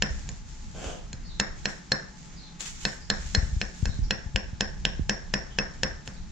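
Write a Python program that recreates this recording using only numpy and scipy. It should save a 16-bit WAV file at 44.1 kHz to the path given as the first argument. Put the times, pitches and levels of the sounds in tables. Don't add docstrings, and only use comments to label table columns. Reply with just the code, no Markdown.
import sys
import numpy as np
from scipy import signal
from scipy.fft import rfft, irfft, next_fast_len
from scipy.io import wavfile
from scipy.ndimage import uniform_filter1d

SR = 44100
rng = np.random.default_rng(int(sys.argv[2]) if len(sys.argv) > 2 else 0)


def generate_wav(sig):
    pcm = np.round(np.clip(np.atleast_2d(sig).T, -1, 1) * 32767).astype(np.int16)
    wavfile.write(sys.argv[1], SR, pcm)


N = 278271
TIME = np.arange(N) / SR
FREQS = np.fft.rfftfreq(N, 1 / SR)
RING = np.arange(int(.4 * SR)) / SR

# time in seconds, force in dB, spot along the edge from -1 (heel) to 1 (tip),
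# bite (extra treble on bare wood) in dB, snap level in dB, snap centre in Hz.
CHOPS = [(0.0227, -0.5, -0.11, 2, -26, 2960), (0.29, -22, -0.23, 8.5, -51, 3920),
         (1.13, -23, 0.63, 8, -50, 3120), (1.399, -0.5, 0.023, 4.5, -30, 3560),
         (1.656, -3.5, 0.23, 1, -31, 2800), (1.9191, .5, 0.67, 1, -31, 3870),
         (2.6066, -25.5, .4, 12, -45, 3600), (2.8523, -2, 0.1, 0, -27, 4020),
         (3.1012, -1.5, 0.48, 2.5, -27.5, 3740), (3.3489, -1, 0.85, 2.5, -33.5, 3770),
         (3.6147, -6.5, 0.16, -1, -30, 2650), (3.8556, -10, -0.037, 2, -46, 3250),
         (4.108, -2, 0.1, -1.5, -26, 2920), (4.36, -3, -0.67, -0.5, -25.5, 2780),
         (4.608, -.5, -0.48, 1.5, -30, 3270), (4.852, -3, -0.33, 1, -21, 3070),
         (5.0952, 1, -.5, 1, -33, 3120), (5.3391, 1, -0.72, -1.5, -33, 2900),
         (5.5866, 0.5, -0.39, -3, -31, 2970), (5.8332, 0, -0.45, 1, -31, 3100),
         (6.0759, -17, -0.44, 4, -46, 2900)]
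# frequency in Hz, level in dB.
KNOCK = [(40, 0), (150, 3), (500, 2.5), (850, -1), (1200, -1.5), (2000, -18.5), (4000, -24), (12000, -46)]
# frequency in Hz, level in dB, time to die by 60 dB in seconds, rise in seconds.
BLOCK = [(144.2, -3.5, 0.25, 0.0028), (205.4, 4.5, 0.15, 0.0052), (254, -3.5, 0.052, 0.0031),
         (460, -13.5, 0.073, 0.0027), (460.5, -4.5, 0.12, 0.0099), (528.7, -4.5, 0.13, 0.0021),
         (615, -7.5, 0.069, 0.0025), (721.5, -11, 0.15, 0.0033), (940, -2, 0.02, 0.00047),
         (1078, -8, 0.1, 0.0044), (1446, -22, 0.24, 0.011), (1545, -18, 0.4, 0.016),
         (1633, -14.5, 0.42, 0.0075), (1556, -12.5, 0.23, 0.004), (1707, -8.5, 0.094, 0.0032),
         (1780, -5.5, 0.026, 0.001), (1805, -10, 0.11, 0.003), (1870, -20, 0.17, .004),
         (1997, -13, .13, 0.0026)]
# frequency in Hz, before the grip detunes it.
BLADE_HZ = [1710, 2610, 4205, 5420, 6900]
# time to die by 60 dB in seconds, rise in seconds,
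# send to the room in dB, left over right in dB, phase lead of the left in radians.
BLADE = [(0.0058, 0.0023, -2.5, -0.5, -0.86), (0.046, 0.00099, -27, 2, 0.96), (0.025, 0.0024, -17, 0, 0.25),
         (0.011, 0.00091, -3.5, 7, -1.1), (0.016, 0.00024, -16, -1, -0.85)]
# level at full force in dB, spot that suits it best (-1 to 1),
# dB lost one unit from that spot (a negative loss is a gain), dB gained per dB of bite.
BLADE_DRIVE = [(-24.5, 0.95, 1.15, 0), (-28, -0.14, 27, -1.4), (-20, 0.88, 13.5, 0), (-27, 1, 0.45, -0.22),
               (-38.5, 0.2, -1, 2.5)]
GRIP = .003
# frequency in Hz, level in dB.
CRACK = [(100, -37), (900, -1.5), (1300, -14), (2200, 2.5), (3500, -3), (4800, 0.5), (6200, 0), (7500, -2),
         (9500, -6), (16000, -16)]
# frequency in Hz, time to die by 60 dB in seconds.
SHELTER = [(150, 0.23), (500, 0.52), (1700, 0.44), (3000, 0.41), (5400, 0.38), (9000, 0.35)]

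# start in seconds, hold in seconds, level in dB.
GATHERS = [(0, 0.24, -53), (.45, 0.39, -55), (.75, 0.091, -53), (1.54, 0.11, -53.5), (2.15, 0.059, -56),
           (2.72, 0.12, -49.5), (3.12, 0.29, -48), (3.5, 0.41, -53)]
# frequency in Hz, level in dB.
RUSTLE_COLOUR = [(500, -28), (1500, -7), (3000, -7), (5000, -4.5), (6800, 1), (9000, -6), (16000, -10.5)]
GATHER_ATTACK_S, GATHER_FADE_DB_PER_S = 0.041, 80
HANDLING_DB = -58.5
# start in seconds, hold in seconds, level in dB.
BAG = [(1.675, .01, -39), (2.592, 0.071, -31.5), (2.8, 0.091, -36), (3.2, 0.13, -44.5), (3.36, 0.14, -48),
       (3.74, 0.085, -48), (6.05, .005, -44.5)]
# frequency in Hz, level in dB.
BAG_COLOUR = [(500, -20), (1500, -7), (3000, -3), (5000, -5), (7000, 2), (10000, 1.5), (16000, -3)]
BAG_ATTACK_S, BAG_FADE_DB_PER_S = 0.011, 143
# start in seconds, hold in seconds, level in dB.
SCRAPE = [(.735, 0.051, -39.5), (.82, 0.034, -34.5)]
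# frequency in Hz, level in dB.
SCRAPE_COLOUR = [(80, -30), (150, -2.5), (240, -1), (340, -5.5), (500, -2), (600, -7), (730, -2),
                 (1100, -15.5), (1520, -10.5), (1950, -21), (3150, -11.5), (4000, -26.5), (7000, -15.5),
                 (12000, -21), (16000, -28)]
SCRAPE_ATTACK_S, SCRAPE_FADE_DB_PER_S = .025, 172
# start in seconds, length in seconds, middle pitch in Hz, level in dB.
BIRDS = [(1.233, .045, 4620, -51.5), (1.275, 0.054, 3820, -48.5), (2.253, 0.08, 6900, -59),
         (2.352, 0.047, 4440, -51), (2.383, 0.078, 3945, -51), (2.993, 0.052, 4930, -52),
         (3.875, 0.049, 4000, -49), (4.025, 0.02, 5300, -47), (4.533, 0.033, 3080, -65),
         (5.491, 0.045, 3100, -54.5), (6.125, 0.051, 4190, -57)]
CHIRP_FALL = 0.102

# start in seconds,
# strength in dB, left over right in dB, starting pitch in Hz.
THUMPS = [(0.103, -25.5, -5.5, 111), (0.291, -35, 2, 260), (.863, -30, -4, 136), (1.137, -31.5, 1, 220),
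          (3.376, -16, 9.5, 146), (3.427, -24, 12, 142), (3.528, -23, -6, 102), (3.565, -20.5, 5.5, 126),
          (3.827, -18, 10, 181), (3.861, -22.5, 5, 109), (3.891, -27, 14, 171), (3.989, -27.5, -16, 212),
          (4.019, -19, -8.5, 88), (4.261, -29, 8, 147), (4.345, -22, 9.5, 130), (4.53, -28.5, -4, 197),
          (4.994, -25, -16, 334), (5.011, -22, -6, 105), (6.08, -33, 0.5, 298)]
THUMP_CYCLES = 0.93
THUMP_LAG = .07
# time in seconds, level in dB.
BREEZE = [(0, -37), (.8, -43), (1.35, -39.5), (1.8, -47.5), (2.75, -48), (3.5, -35), (3.75, -45.5),
          (4.05, -32.5), (4.3, -43), (5.05, -39), (5.3, -42), (6.3, -41.5)]
# frequency in Hz, level in dB.
BREEZE_COLOUR = [(8, -12.5), (25, 4), (60, 0.5), (110, -12.5), (200, -14.5), (320, -32), (900, -55)]
# frequency in Hz, level in dB.
AIR = [(59, -44), (100, -12.5), (180, 0), (246, -9.5), (342, -14), (560, -22.5), (854, -16.5), (936, -19.5),
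       (2100, -21.5), (2810, -26), (6540, -25), (8000, -50), (10400, -71), (17600, -120)]
# middle pitch in Hz, level in dB.
HUM = [(141, -59.5), (178, -61), (856, -69.5)]
# frequency in Hz, likeness of left and right (1 is identical).
SAME = [(30, 0.44), (150, 0.84), (400, 0.2), (1200, 0.034), (4000, 0.99), (8000, 0.076)]
# frequency in Hz, gain in dB.
MICROPHONE = [(20, 2.5), (7200, -0.5), (7800, -5), (8400, -15.5), (10000, -21.5), (13000, -30.5),
              (16000, -28)]
EDGE_HZ = 15800


def block(room, thud_db=-30, follow=0.89, knock_db=-3, modes_db=2, room_db=-1, side_db=2, vary_db=2.5):
    knock = burst(click(lambda f: read(KNOCK, f)))
    thud = amp(knock_db) * pan(side_db) * np.pad(knock, (0, len(RING) - len(knock)))
    thud = thud + amp(room_db) * convolve(knock, room)[:, :len(RING)]
    leads = rng.uniform(-0.17, 0.18, (len(BLOCK), 2, 1))
    modes = np.array([amp(db) * ring(hz, t60, rise, lead)
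                      for (hz, db, t60, rise), lead in zip(BLOCK, leads)])
    out = np.zeros((2, N))
    for s, force_db, *_ in CHOPS:
        mode_gains = amp(vary_db * rng.standard_normal(len(BLOCK)))
        body = burst(np.tensordot(mode_gains, modes, 1)) * np.sqrt(2)
        blow = thud + amp(modes_db) * pan(side_db) * body
        add(out, s, amp(thud_db + follow * force_db) * blow)
    return out


def blade(room, direct_db=-1, chatter_db=-9, chatter_s=0.0046, size=3000):
    near, sent = np.zeros((2, N)), np.zeros(N)
    for s, force_db, spot, bite_db, *_ in CHOPS:
        levels_db = [force_db + full_db - lost_db * (spot - best) ** 2 + follow * bite_db
                     for full_db, best, lost_db, follow in BLADE_DRIVE]
        bite = contact(chatter_db, chatter_s)[:1]
        for hz, (t60, rise, send_db, side_db, lead), db in zip(BLADE_HZ, BLADE, levels_db):
            detuned_hz = hz * (1 + GRIP * rng.standard_normal())
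            tone = ring(detuned_hz, t60, rise, np.array([[lead], [0]]), RING[:size])
            ports = amp(db) * np.sqrt(2) * burst(convolve(tone, bite))
            add(near, s, amp(direct_db) * pan(side_db) * ports)
            add(sent, s, amp(send_db) * ports[1])
    turn = 1.26 * drift(2.5)
    return near + convolve(sent * np.cos(turn), room) + convolve(sent * np.sin(turn), shelter())


def edge(room, snap_db=0, octaves=0.27, crack_db=-30, split_db=-12, split_s=0.004, crunch_db=0,
         crunch_s=0.0034, food_db=-12, food_s=0.0023, room_db=-13, side_db=-2.0):
    out = np.zeros((2, N))
    crack = burst(click(lambda f: read(CRACK, f)))
    for s, force_db, _, bite_db, snap_level_db, hz in CHOPS:
        crack_level_db = crack_db + force_db + bite_db
        snap = burst(click(lambda f: -20 * np.log10(1 + (np.log2((f + 20) / hz) / octaves) ** 2)))
        split = convolve(snap, contact(split_db, split_s))
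        add(out, s + .0003, amp(snap_level_db + snap_db) * split)
        add(out, s + .0006, amp(crack_level_db) * convolve(crack, contact(crunch_db, crunch_s)))
        dying = rng.standard_normal((2, SR // 50)) * np.exp(-RING[:SR // 50] / food_s)
        crush = dying[:, ::-1]
        crushed = convolve(crack, crush / np.linalg.norm(crush[0]))
        add(out, s - crush.shape[1] / SR, amp(crack_level_db + food_db) * crushed)
    return pan(side_db) * out + amp(room_db) * convolve(out.mean(0), room)


def rustle(room, rustle_db=3, bag_db=-1):
    gathering = strokes(GATHERS, GATHER_ATTACK_S, GATHER_FADE_DB_PER_S)
    moving = np.hypot(amp(HANDLING_DB), gathering)
    handling = moving * tint(crackle(room, per_s=2300, spread_db=3.5, room_db=1.5), RUSTLE_COLOUR)
    crinkle = tint(crackle(room, per_s=2300, spread_db=6.5, room_db=7.5), BAG_COLOUR)
    bag = strokes(BAG, BAG_ATTACK_S, BAG_FADE_DB_PER_S) * crinkle
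    return amp(rustle_db) * handling + amp(bag_db) * bag


def scrape(room, slips_per_s=700, direct_db=-5, room_db=-3):
    slips = rng.standard_normal(N) * (rng.random(N) < slips_per_s / SR)
    texture = tint(slips + 0.085 * rng.standard_normal(N), SCRAPE_COLOUR)
    sound = texture * strokes(SCRAPE, SCRAPE_ATTACK_S, SCRAPE_FADE_DB_PER_S)
    return amp(direct_db) * sound + amp(room_db) * convolve(sound, room)


def birds(room, waver=0.083):
    out, wobble = np.zeros(N), drift(330)
    for s, length, middle_hz, db in BIRDS:
        count = int(length * SR)
        fall = 1 + CHIRP_FALL * np.linspace(.5, -.5, count)
        hz = middle_hz * fall * (1 + waver * wobble[int(s * SR):][:count])
        chirp = np.sin(2 * np.pi * np.cumsum(hz) / SR) * signal.windows.tukey(count, .5)
        add(out, s, amp(db) * unit(chirp))
    return convolve(out, room)


def wind(breeze_db=-1, gust_db=3, sag=.8):
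    gusts = amp(breeze_db + gust_db * np.tanh(drift(5)))
    out = gusts * level(BREEZE) * diffuse(BREEZE_COLOUR)
    for s, db, side_db, hz in THUMPS:
        age = RING * hz / THUMP_CYCLES
        sheltered = np.array([[side_db < 0], [side_db > 0]])
        turns = np.cumsum(hz / (1 + sag * age)) / SR - THUMP_LAG * sheltered
        swell = age * np.exp(1 - age)
        add(out, s, -amp(db) * pan(side_db) * np.sin(2 * np.pi * turns) * swell)
    return out


def surroundings(air_db=-52, swell_db=1, waver=0.00748):
    hum = np.zeros(N)
    for hz, db in HUM:
        turns = np.cumsum(hz * (1 + waver * drift(10.2))) / SR
        hum += amp(db) * unit(np.sin(2 * np.pi * turns) * (1 + .5 * drift(10.0)))
    return amp(air_db + swell_db * drift(4.5)) * diffuse(AIR) + hum


def shelter(onset=0.0025):
    taps = rng.standard_normal((2, SR)) * (rng.random((2, SR)) < 3000 / SR)
    hz, t, z = signal.stft(taps, SR, nperseg=256)
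    decay = amp(-60 * t / read(SHELTER, hz)[:, None])
    tail = signal.istft(z * decay, SR, nperseg=256)[1][:, :len(RING)]
    tail = tail * (1 - np.exp(-(RING / onset) ** 4))
    z = rfft(tail)
    return irfft(z / np.sqrt(uniform_filter1d(abs(z) ** 2, size=120, axis=1)))


def ring(hz, t60, rise, lead, t=RING):
    return np.sin(2 * np.pi * hz * t + lead) * (1 - np.exp(-t / rise)) * np.exp(-np.log(1000) * t / t60)


def contact(crunch_db, crunch_s, size=2048):
    fibres = rng.standard_normal(size) + 0.43 * rng.standard_normal((2, size))
    crunch = fibres * np.exp(-RING[:size] / crunch_s)
    blow = (RING[:size] == 0) + amp(crunch_db) * crunch / np.linalg.norm(crunch[0])
    return blow / np.sqrt(np.sum(blow ** 2) / 2)


def crackle(room, per_s, spread_db, room_db):
    sizes = amp(spread_db * np.minimum(rng.exponential(1, (2, N)), 5)) * rng.standard_normal((2, N))
    snaps = sizes * (rng.random((2, N)) < per_s / SR)
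    return snaps + amp(room_db) * convolve(snaps, room)


def strokes(rows, attack_s, fade_db_per_s):
    coarse = TIME[::32]
    power = np.zeros(len(coarse))
    for s, hold, db in rows:
        age = coarse - s
        rise = np.clip(age / attack_s, 0, 1)
        fade_db = fade_db_per_s * np.maximum(age - attack_s - hold, 0)
        power += (rise * amp(db - fade_db)) ** 2
    return np.interp(TIME, coarse, np.sqrt(power))


def diffuse(colour):
    a, b = rfft(rng.standard_normal((2, N)))
    same = np.clip(read(SAME, FREQS), -1, 1)
    return tint(irfft(np.array([a, same * a + np.sqrt(1 - same ** 2) * b]), N), colour)


def drift(hz, size=64):
    coarse = TIME[::size]
    smooth = np.exp(-(np.fft.rfftfreq(len(coarse), size / SR) / hz) ** 2)
    z = rfft(rng.standard_normal(len(coarse))) * smooth
    return np.interp(TIME, coarse, unit(irfft(z, len(coarse))))


def click(colour, size=2048):
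    log_gain = np.log(amp(colour(abs(np.fft.fftfreq(size, 1 / SR)))))
    return np.fft.ifft(np.exp(np.conj(signal.hilbert(log_gain)))).real[:size // 2]


def tint(x, colour):
    size = next_fast_len(N, True)
    gain = amp(read(colour, np.fft.rfftfreq(size, 1 / SR)))
    return unit(irfft(rfft(x, size) * gain, size)[..., :N])


def convolve(x, response):
    return signal.fftconvolve(np.atleast_2d(x), np.atleast_2d(response), axes=1)[:, :N]


def add(mix, s, sound):
    part = mix[..., max(round(s * SR), 0):][..., :sound.shape[-1]]
    part += sound[..., :part.shape[-1]]


def pan(db):
    return amp(np.array([[db], [-db]]) / 2)


def level(curve):
    return amp(np.interp(TIME, *np.transpose(curve)))


def read(points, hz):
    f, value = np.transpose(points)
    return np.interp(np.log(hz + 1), np.log(f + 1), value)


def burst(x):
    return x * np.sqrt(SR / 100 / np.sum(x ** 2))


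def unit(x):
    return x / np.sqrt(np.mean(x ** 2) + 1e-20)


def amp(db):
    return 10 ** (np.asarray(db) / 20)


def scene():
    room, far_room = shelter(), shelter()
    chopping = block(room) + blade(room) + edge(room)
    return chopping + rustle(far_room) + scrape(far_room) + birds(far_room) + wind() + surroundings()


def record(dry):
    heard = convolve(dry, click(lambda f: read(MICROPHONE, f)))
    low_pass = signal.firwin(511, EDGE_HZ, window=("kaiser", 9), fs=SR)
    return signal.oaconvolve(heard, low_pass[None], "same")


dry = scene()
out = record(dry)
generate_wav(out)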